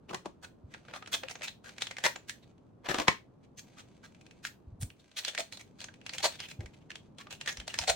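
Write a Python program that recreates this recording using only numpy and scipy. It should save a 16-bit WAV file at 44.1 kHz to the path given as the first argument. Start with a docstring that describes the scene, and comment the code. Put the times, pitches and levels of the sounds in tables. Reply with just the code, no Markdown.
"""A plastic toy robot snaps and scrapes as it is transformed by hand, close up and in stereo.
Tabs slide over their catches and snap, parts tap together, and tight joints and sliding panels scrape
in short stick-slip strokes; each contact rings the quickly damped modes of the plastic walls.
The hands bump the hollow body with soft thuds and rub faintly as they shift their grip.
Behind it all, a small, quiet room adds short reflections and a low bed of air."""
import sys
import numpy as np
from scipy import signal
from scipy.fft import rfft, irfft, next_fast_len
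from scipy.io import wavfile
from scipy.ndimage import uniform_filter1d

SR = 44100
rng = np.random.default_rng(int(sys.argv[2]) if len(sys.argv) > 2 else 0)


def master(y):
    """Save y as 16-bit WAV."""
    cut = np.clip(np.atleast_2d(y).T, -1, 1)
    pcm = np.round(cut * 32767)  # scale
    wavfile.write(sys.argv[1], SR, pcm.astype(np.int16))


N = 350595
CUTOFF_HZ = 16400
RING_SAMPLES = 2048
LEAD_S = .02   # time either side of a stroke for it to build up and die

# Voicing of each toy part: name: (hollowness/dB, brightness/dB, ring/dB, swish/dB, leftward pan/dB)
PARTS = {"chest": (18, 0.5, 10, -24, 1), "flap": (3, -12.5, 10, -25.5, 0),
         "arm": (4.5, 3.5, 9.5, -19.5, -.5), "hip": (5, -2.5, 9.5, -19.5, 3.5),
         "lock": (2.5, -2.5, 15, -20, 2), "leg": (0, 7, 7, -26, 0), "cover": (5, 9.5, 10.5, -17, -.5),
         "latch": (-4, 1.5, 6, -22, 0), "peg": (-11, -3.5, 9.5, -18, -1), "tab": (-16, 6.5, 6.5, -12, -0.5),
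         "rail": (-1, 10.5, 14, -5.5, -2)}
# Snap and tap cues: t/s, level/dB, ring of the struck spot f/Hz, part
SNAPS = [(.1082, -39.5, 1190, "chest"), (.1334, -35.5, 1500, "chest"), (.1451, -31, 1020, "arm"),
         (.257, -33, 1060, "chest"), (.4461, -43.5, 1490, "peg"), (.739, -42.5, 1920, "peg"),
         (.7453, -42, 1410, "flap"), (.8502, -55.5, 1230, "flap"), (.8831, -46.5, 1440, "flap"),
         (.937, -36, 1210, "flap"), (.9604, -40.5, 1230, "flap"), (1.024, -41.5, 1280, "flap"),
         (1.06, -46, 3000, "peg"), (1.0739, -41, 1390, "arm"), (1.1465, -29.5, 3500, "latch"),
         (1.2338, -33, 534, "flap"), (1.2843, -37, 2730, "peg"), (1.3543, -40, 6430, "flap"),
         (1.41, -43, 590, "flap"), (1.4194, -37, 2140, "peg"), (1.4811, -33.5, 3830, "peg"),
         (1.7818, -39.5, 2140, "latch"), (1.8203, -25.5, 3620, "latch"), (1.8693, -35, 3310, "latch"),
         (1.9103, -36, 2120, "arm"), (1.9674, -37.5, 2070, "peg"), (1.9833, -35.5, 1770, "arm"),
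         (2.0619, -22.5, 976, "arm"), (2.159, -36, 7040, "flap"), (2.2952, -32.5, 1790, "tab"),
         (2.58, -68, 3010, "latch"), (2.9436, -25.5, 1210, "hip"), (2.985, -25.5, 1050, "hip"),
         (2.9987, -25.5, 712, "hip"), (3.081, -14, 1068, "lock"), (4.1469, -56, 2500, "arm"),
         (4.211, -55, 2500, "cover"), (4.2646, -52, 2500, "latch"), (4.31, -52, 2540, "latch"),
         (4.4505, -31, 1490, "peg"), (4.8303, -39, 8960, "rail"), (4.902, -49, 2810, "peg"),
         (5.1144, -56, 3770, "latch"), (5.1876, -35, 3900, "tab"), (5.2489, -28.5, 4360, "tab"),
         (5.2808, -30, 3420, "cover"), (5.2865, -33, 3270, "peg"), (5.3489, -34.5, 1830, "latch"),
         (5.3774, -27.5, 2210, "peg"), (5.5238, -40.5, 2330, "tab"), (5.5718, -43, 3970, "cover"),
         (5.8041, -42.5, 3310, "tab"), (5.814, -41, 4230, "cover"), (5.8417, -37.5, 6400, "latch"),
         (5.8845, -44, 1560, "flap"), (5.9396, -52.5, 2510, "latch"), (6.0138, -53, 2710, "peg"),
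         (6.0637, -36, 2740, "latch"), (6.0933, -35, 4560, "peg"), (6.1347, -37, 2460, "tab"),
         (6.1825, -31.5, 3250, "tab"), (6.233, -33.5, 2710, "cover"), (6.4023, -35.5, 4920, "latch"),
         (6.514, -42.5, 2460, "latch"), (6.6061, -47, 2100, "arm"), (6.6588, -46, 2160, "arm"),
         (6.904, -38.5, 1750, "peg"), (6.9154, -42.5, 2740, "peg"), (6.9554, -39.5, 3280, "latch"),
         (7.184, -43.5, 3420, "cover"), (7.2691, -45, 1210, "flap"), (7.349, -51, 3200, "cover"),
         (7.4113, -35, 2870, "latch"), (7.46, -36.5, 1790, "latch"), (7.571, -38.5, 5500, "latch"),
         (7.58, -51, 3000, "flap"), (7.6, -37.5, 3080, "latch"), (7.612, -47, 1840, "flap"),
         (7.6782, -33.5, 693, "leg"), (7.7406, -31, 1810, "latch"), (7.7877, -23.5, 5160, "tab"),
         (7.8138, -36.5, 2600, "tab")]
def snaps(level_db=-3.5, snap_s=.008, t60=.017, doubling_db=24, slide_s=.008, slide_db=-15):
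    """A part slides over its catch, then snaps home; hollow parts ring longer than small solid tabs."""
    out = np.zeros((2, N))
    for s, db, ring_hz, name in SNAPS:
        hollow_db, bright_db, ring_db, _, pan_db = PARTS[name]
        ring = plastic_ring(hollow_db, bright_db, ring_hz, ring_db, t60 * 2 ** (hollow_db / doubling_db))
        slide = held_for(signal.fftconvolve(stroke(slide_s)[None], ring, axes=1), slide_s)
        add(out, s - slide_s - LEAD_S, from_db(db + level_db + slide_db) * slide, pan_db)
        add(out, s, from_db(db + level_db) * np.sqrt(snap_s * SR) * ring, pan_db)
    return out


# Tone colour of a contact on the plastic: f/Hz, level/dB
PLASTIC_EQ = [(40, -23), (130, -13.5), (330, -6.5), (600, 3.5), (1200, 0), (2500, 2.5), (4000, -2),
              (6500, -3.5), (9000, -10), (12000, -29.5), (15500, -22.5)]
# Resonances of the hollow body, shared by all parts: f/Hz, width/Hz, level/dB
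BODY_MODES = [(674, 28, -1.5), (1072, 50, -6), (1616, 170, 4), (1860, 78, 1.5), (2530, 90, 1.5),
              (3360, 510, 3), (4080, 300, 4), (6340, 120, 2)]
def plastic_ring(hollow_db, bright_db, ring_hz, ring_db, t60=.017, crack_db=-13, ring_q=3.5, rise_s=.0015):
    """A blow spreads through a part's dense, quickly damped wall modes; stereo, of unit energy."""
    t, hz = np.arange(RING_SAMPLES) / SR, np.fft.rfftfreq(RING_SAMPLES, 1 / SR)
    envelope = from_db(-60 * t / t60) * (1 - np.exp(-t / rise_s))
    mid, side = rfft(rng.standard_normal((2, RING_SAMPLES)) * envelope)
    # the walls radiate differently to each side; the long waves arrive most alike
    alike = np.clip(at_hz([(200, .96), (700, .27), (3000, .76), (8000, -.24)], hz), -.95, .95)
    walls = widen(mid, side, alike)
    response = walls / np.sqrt(np.mean(abs(walls) ** 2)) + from_db(crack_db)
    # the modes crowd evenly, so the broad colour belongs to the part's size and shape
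    uneven_db = 10 * np.log10(uniform_filter1d(np.mean(abs(response) ** 2, axis=0), size=9))
    colour_db = at_hz(PLASTIC_EQ, hz) + hollow_db * at_hz([(600, 1), (1800, 0)], hz)
    colour_db += bright_db * at_hz([(2500, .016), (8000, .92)], hz)
    colour_db += ring_db * resonance(hz, ring_hz, ring_hz / ring_q)
    colour_db += sum(db * resonance(hz, centre, width) for centre, width, db in BODY_MODES)
    return rms_one(irfft(response * minimum_phase(colour_db - uneven_db))) / np.sqrt(RING_SAMPLES)


# Cues for sliding joints and panels: t/s, length/s, level/dB, ring of the rubbed spot f/Hz, part
SCRAPES = [(.089, 0.022, -47.5, 1210, "chest"), (.093, 0.0065, -44.5, 2650, "peg"),
           (0.129, 0.012, -41, 1060, "chest"), (.428, .019, -47.5, 1490, "cover"),
           (0.705, 0.045, -62.5, 2020, "arm"), (0.883, 0.03, -53, 490, "flap"),
           (0.935, 0.04, -47, 1240, "arm"), (1.123, 0.0097, -38, 1500, "rail"),
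           (1.13, .018, -28, 3400, "cover"), (1.296, 0.018, -40.5, 2160, "cover"),
           (1.43, 0.022, -37, 2470, "cover"), (1.475, 0.014, -42, 3770, "latch"),
           (1.642, 0.055, -50, 1500, "arm"), (1.808, .014, -40, 3420, "latch"),
           (2.04, 0.026, -23.5, 1950, "arm"), (2.284, 0.016, -43, 1710, "tab"),
           (2.426, 0.013, -61.5, 3900, "peg"), (2.846, 0.02, -40, 1120, "flap"),
           (2.887, 0.028, -29.5, 1720, "hip"), (2.927, 0.048, -40.5, 1200, "hip"),
           (2.983, 0.04, -35.5, 1080, "hip"), (3.43, .021, -69, 2350, "latch"),
           (3.575, 0.023, -47, 6300, "tab"), (3.771, 0.036, -51.5, 1260, "latch"),
           (4.031, 0.028, -53.5, 1450, "arm"), (4.434, 0.032, -47.5, 1440, "tab"),
           (4.451, 0.02, -42, 1920, "tab"), (4.81, .018, -43.5, 9600, "rail"),
           (4.994, 0.012, -61.5, 3800, "cover"), (5.17, 0.021, -35, 3770, "tab"),
           (5.233, .04, -47.5, 3310, "peg"), (5.272, 0.019, -37.5, 3310, "latch"),
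           (5.383, 0.021, -33.5, 664, "leg"), (5.522, 0.03, -47.5, 4150, "cover"),
           (5.594, 0.016, -48, 2210, "cover"), (5.79, 0.04, -51, 4440, "latch"),
           (6.132, 0.027, -43.5, 2480, "cover"), (6.188, .019, -43.5, 780, "peg"),
           (6.229, 0.018, -30, 4260, "cover"), (6.238, 0.022, -25, 954, "leg"),
           (6.321, 0.038, -49.5, 3770, "latch"), (6.392, 0.066, -46, 3100, "peg"),
           (6.486, 0.028, -48.5, 2540, "tab"), (6.59, 0.053, -56, 440, "chest"),
           (6.733, 0.011, -58.5, 2470, "latch"), (6.809, 0.017, -69.5, 2760, "peg"),
           (7.194, .022, -48, 1120, "peg"), (7.306, 0.027, -43, 2710, "cover"),
           (7.473, 0.023, -30.5, 1870, "latch"), (7.507, 0.018, -44.5, 6380, "cover"),
           (7.694, 0.013, -43, 2810, "peg"), (7.717, 0.047, -51, 1770, "latch"),
           (7.781, 0.0091, -35.5, 930, "flap"), (7.817, 0.023, -38, 710, "latch"),
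           (7.878, .022, -24, 663, "leg")]
def scrapes(level_db=-1):
    """Each stick-slip stroke rings the part that slides."""
    out = np.zeros((2, N))
    for s, length, db, ring_hz, name in SCRAPES:
        hollow_db, bright_db, ring_db, _, pan_db = PARTS[name]
        force = stroke(length)
        ring = plastic_ring(hollow_db, bright_db, ring_hz, ring_db)
        scrape = signal.fftconvolve(force[None], ring, axes=1)
        add(out, s - LEAD_S, from_db(db + level_db) * held_for(scrape, length), pan_db)
    return out


def stroke(length, onset_s=.0037, release_s=.0042, swell_db=3):
    """Force of a joint giving way: slips build up, press harder and stop as the part seats."""
    t = np.arange(round((length + 2 * LEAD_S) * SR)) / SR - LEAD_S
    swell = from_db(swell_db * np.clip(t / length, 0, 1))
    fades = np.exp(np.minimum(t, 0) / onset_s - np.maximum(t - length, 0) / release_s)
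    return swell * fades * friction(len(t), slips_per_s=650, spread_db=5, hiss_db=-6)


def friction(count, slips_per_s, spread_db, hiss_db):
    """Stick-slip force: uneven little slips over the hiss of the surface; rms 1."""
    sizes = from_db(spread_db * np.minimum(rng.exponential(1, count), 3)) * rng.choice([-1, 1], count)
    slips = sizes * (rng.random(count) < slips_per_s / SR)
    return rms_one(rms_one(slips) + from_db(hiss_db) * rng.standard_normal(count))


# Panel tones of the larger parts: name: [(f/Hz, width/Hz, level/dB)]
PANEL_MODES = {"chest": [(363, 68, -4), (186, 62, -8.5)], "arm": [(1633, 83, -12.5), (1930, 110, -11.5)],
               "hip": [(365, 320, -6.5)], "lock": [(189, 95, -16), (420, 200, -11), (2040, 510, -1.5)],
               "leg": [(660, 116, -6.5), (4184, 370, -6)]}
def panels(level_db=-1, lag_s=.00018, pan_db=2, push_s=.0037, spot_db=-9, spot_q=22):
    """Every stroke or snap rings its own spot, and a large part's panels; the left hears them first."""
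    out, t = np.zeros((2, N)), np.arange(RING_SAMPLES) / SR
    age = np.maximum(t - np.array([[0], [lag_s]]), 0)
    contacts = SCRAPES + [(s, push_s, *rest) for s, *rest in SNAPS]
    for s, length, db, ring_hz, name in contacts:
        for hz, width_hz, mode_db in [(ring_hz, ring_hz / spot_q, spot_db)] + PANEL_MODES.get(name, []):
            envelope = np.exp(-np.pi * width_hz * age) * (1 - np.exp(-hz * age))
            mode = envelope * np.sin(2 * np.pi * hz * age)
            ring = signal.fftconvolve(stroke(length, onset_s=.00095)[None], mode, axes=1)
            add(out, s - LEAD_S, from_db(db + mode_db + level_db) * held_for(ring, length), pan_db)
    return out


def swishes(level_db=-1, edge_hz=9500, alike=-.73):
    """The finest grain of a sliding surface tops each scrape with a wide burst of high hiss."""
    out = np.zeros((2, N))
    for s, length, db, _, name in SCRAPES:
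        *_, swish_db, _ = PARTS[name]
        force = widen(stroke(length), stroke(length), alike)
        swish = bandpass(force, edge_hz, CUTOFF_HZ)
        add(out, s - LEAD_S, from_db(db + swish_db + level_db) * held_for(swish, length))
    return out


# Hand bumps on the hollow body: t/s, level/dB, f/Hz
THUDS = [(0.638, -42.5, 90), (2.891, -36.5, 171), (3.082, -31.5, 151), (4.669, -42, 75.6),
         (4.72, -40.5, 99), (4.8, -39, 79.4), (4.825, -28, 111), (6.588, -29.5, 102), (6.635, -41.5, 69),
         (7.579, -41, 59.7), (7.8, -41, 75.4), (7.894, -40.5, 65.6)]
def thuds(swell_cycles=.42, rumble_db=-10, rumble_hz=170, rumble_stretch=2.8):
    """A soft bump swells and dies within a few slow cycles, in a longer rumble of the shifting hand."""
    out, t = np.zeros((2, N)), np.arange(SR // 5) / SR
    for s, db, hz in THUDS:
        age = t * hz / swell_cycles
        swell, long_swell = [(a / 2) ** 2 * np.exp(2 - a) for a in (age, age / rumble_stretch)]
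        thump = swell * np.sin(2 * np.pi * hz * t)
        rumble = long_swell * rms_one(bandpass(rng.standard_normal(len(t)), 20, rumble_hz)) / 2
        add(out, s, from_db(db) * (thump + from_db(rumble_db) * rumble))
    return out


# Fingers shifting their grip: start t/s, end t/s, level/dB
RUBS = [(0.684, 1.28, -73.5), (1.28, 1.5, -65), (1.67, 2, -66.5), (2, 2.5, -74.5), (3.63, 3.97, -69),
        (3.993, 4.4, -74), (4.98, 5.12, -76.5), (5.164, 5.42, -58.5), (5.42, 6.05, -77.5),
        (6.056, 6.45, -63), (6.45, 6.87, -78.5), (7.03, 7.07, -74), (7.328, 7.95, -74)]
def finger_rubs(uneven_db=3, shifts_per_s=22, ease_s=.015, resting_db=-88):
    """Fingers creep over the shell in fits and starts with a grainy rub; at rest they barely sound."""
    t = np.arange(N) / SR
    rubbing = sum(from_db(db) * np.exp(-abs(t - np.clip(t, start, end)) / ease_s)
                  for start, end, db in RUBS)
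    shifts = np.clip(rng.standard_normal(1024), -2, 2)
    wobble_db = uneven_db * np.interp(t * shifts_per_s, np.arange(len(shifts)), shifts)
    pressure = (rubbing + from_db(resting_db)) * from_db(wobble_db)
    force = pressure * friction(N, slips_per_s=160, spread_db=5, hiss_db=-2)
    shell = plastic_ring(hollow_db=6, bright_db=3, ring_hz=2400, ring_db=3)
    return signal.oaconvolve(force[None], shell, axes=1)[:, :N]


# Reverb decay of the small room: f/Hz, t60/s
ROOM_T60 = [(150, 0.26), (500, 0.18), (1400, 0.19), (3700, 0.21), (8500, 0.18), (12500, 0.26)]
def room_reverb(dry, wet_db=-8, predelay_s=.0026, build_s=.0013):
    """Diffuse reflections arrive after a few milliseconds and die away band by band."""
    t, edges = np.arange(SR // 2) / SR, np.geomspace(80, 18000, 12)
    tail = 0
    for low, high in zip(edges, edges[1:]):
        noise = bandpass(rng.standard_normal((2, len(t))), low, high)
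        hz = np.sqrt(low * high)
        walls_db = at_hz([(200, -.9), (800, -1), (3000, -.58), (10000, .4)], hz)
        tail = tail + noise * from_db(walls_db - 60 * t / at_hz(ROOM_T60, hz))
    fade_in = 1 - np.exp(-np.maximum(t - predelay_s, 0) / build_s)
    tail = rms_one(tail * fade_in) / np.sqrt(len(t))
    return from_db(wet_db) * signal.oaconvolve(dry, tail, axes=1)[:, :N]


# Tone colour of the room's air: f/Hz, level/dB
AIR_EQ = [(25, -17), (55, -8), (110, 0), (230, -2), (400, -8), (700, -15), (1200, -23), (2000, -37),
          (5000, -46), (10000, -54), (16000, -66)]
# Stereo image of the air: f/Hz, left-right likeness (1 is mono)
AIR_LIKENESS = [(50, 1), (150, 0.84), (400, 0.25), (1000, .3), (4000, .1)]
# Fader ride on the air: t/s, level/dB
AIR_RIDE = [(0, 1.5), (4.85, 0.95), (5.15, -7), (5.7, 1.5), (7.95, 3)]
def room_air(level_db=-60):
    """Low room noise, alike on both sides in the bass; its level sinks once and recovers."""
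    size = next_fast_len(N, real=True)
    hz = np.fft.rfftfreq(size, 1 / SR)
    mid, side = rfft(rng.standard_normal((2, size))) * from_db(at_hz(AIR_EQ, hz))
    noise = irfft(widen(mid, side, at_hz(AIR_LIKENESS, hz)), size)[:, :N]
    ride_db = np.interp(np.arange(N) / SR, *np.transpose(AIR_RIDE))
    return from_db(level_db + ride_db) * rms_one(noise)


def from_db(db):
    """Decibels to gain."""
    return 10 ** (np.asarray(db) / 20)


def rms_one(x):
    """Scale to rms 1."""
    return x / np.sqrt(np.mean(x ** 2) + 1e-20)


def held_for(sound, length):
    """Scale to the energy of rms 1 held for length seconds."""
    return rms_one(sound) * np.sqrt(length * SR / sound.shape[-1])


def at_hz(points, hz):
    """Read a table along a log-frequency axis."""
    table = np.array(points)
    return np.interp(np.log(np.maximum(hz, 1)), np.log(table[:, 0]), table[:, 1])


def resonance(hz, centre, width):
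    """Bell curve of a resonance, 1 on top."""
    return 1 / (1 + (2 * (hz - centre) / width) ** 2)


def bandpass(x, low_hz, high_hz):
    """Roll off gently on both sides of a band."""
    return signal.sosfilt(signal.butter(2, [low_hz, high_hz], "band", fs=SR, output="sos"), x)


def minimum_phase(gain_db):
    """An EQ response with no pre-ring: nothing sounds before the contact."""
    cepstrum = irfft(np.log(from_db(gain_db)))
    half = len(cepstrum) // 2
    cepstrum[1:half] *= 2
    cepstrum[half + 1:] = 0
    return np.exp(rfft(cepstrum))


def widen(mid, side, alike):
    """Mid and side to left and right, with correlation alike."""
    return np.sqrt(1 + alike) * mid + np.sqrt(1 - alike) * side * [[1], [-1]]


def add(out, s, sound, pan_db=0):
    """Mix a sound in at time s, leaning left by pan_db."""
    start = max(round(s * SR), 0)
    sides = rms_one(from_db(np.array([[pan_db], [-pan_db]]) / 2))
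    out[:, start:start + sound.shape[-1]] += (sound * sides)[:, :N - start]


def scene():
    """The toy up front with its reverb, dry hand thuds and the air underneath."""
    toy = snaps() + scrapes() + panels() + swishes() + finger_rubs()
    return toy + room_reverb(toy) + thuds() + room_air()


def record(dry):
    """A steep high cut on the whole mix."""
    return signal.sosfilt(signal.ellip(14, .2, 80, CUTOFF_HZ, fs=SR, output="sos"), dry)


dry = scene()
out = record(dry)
master(out)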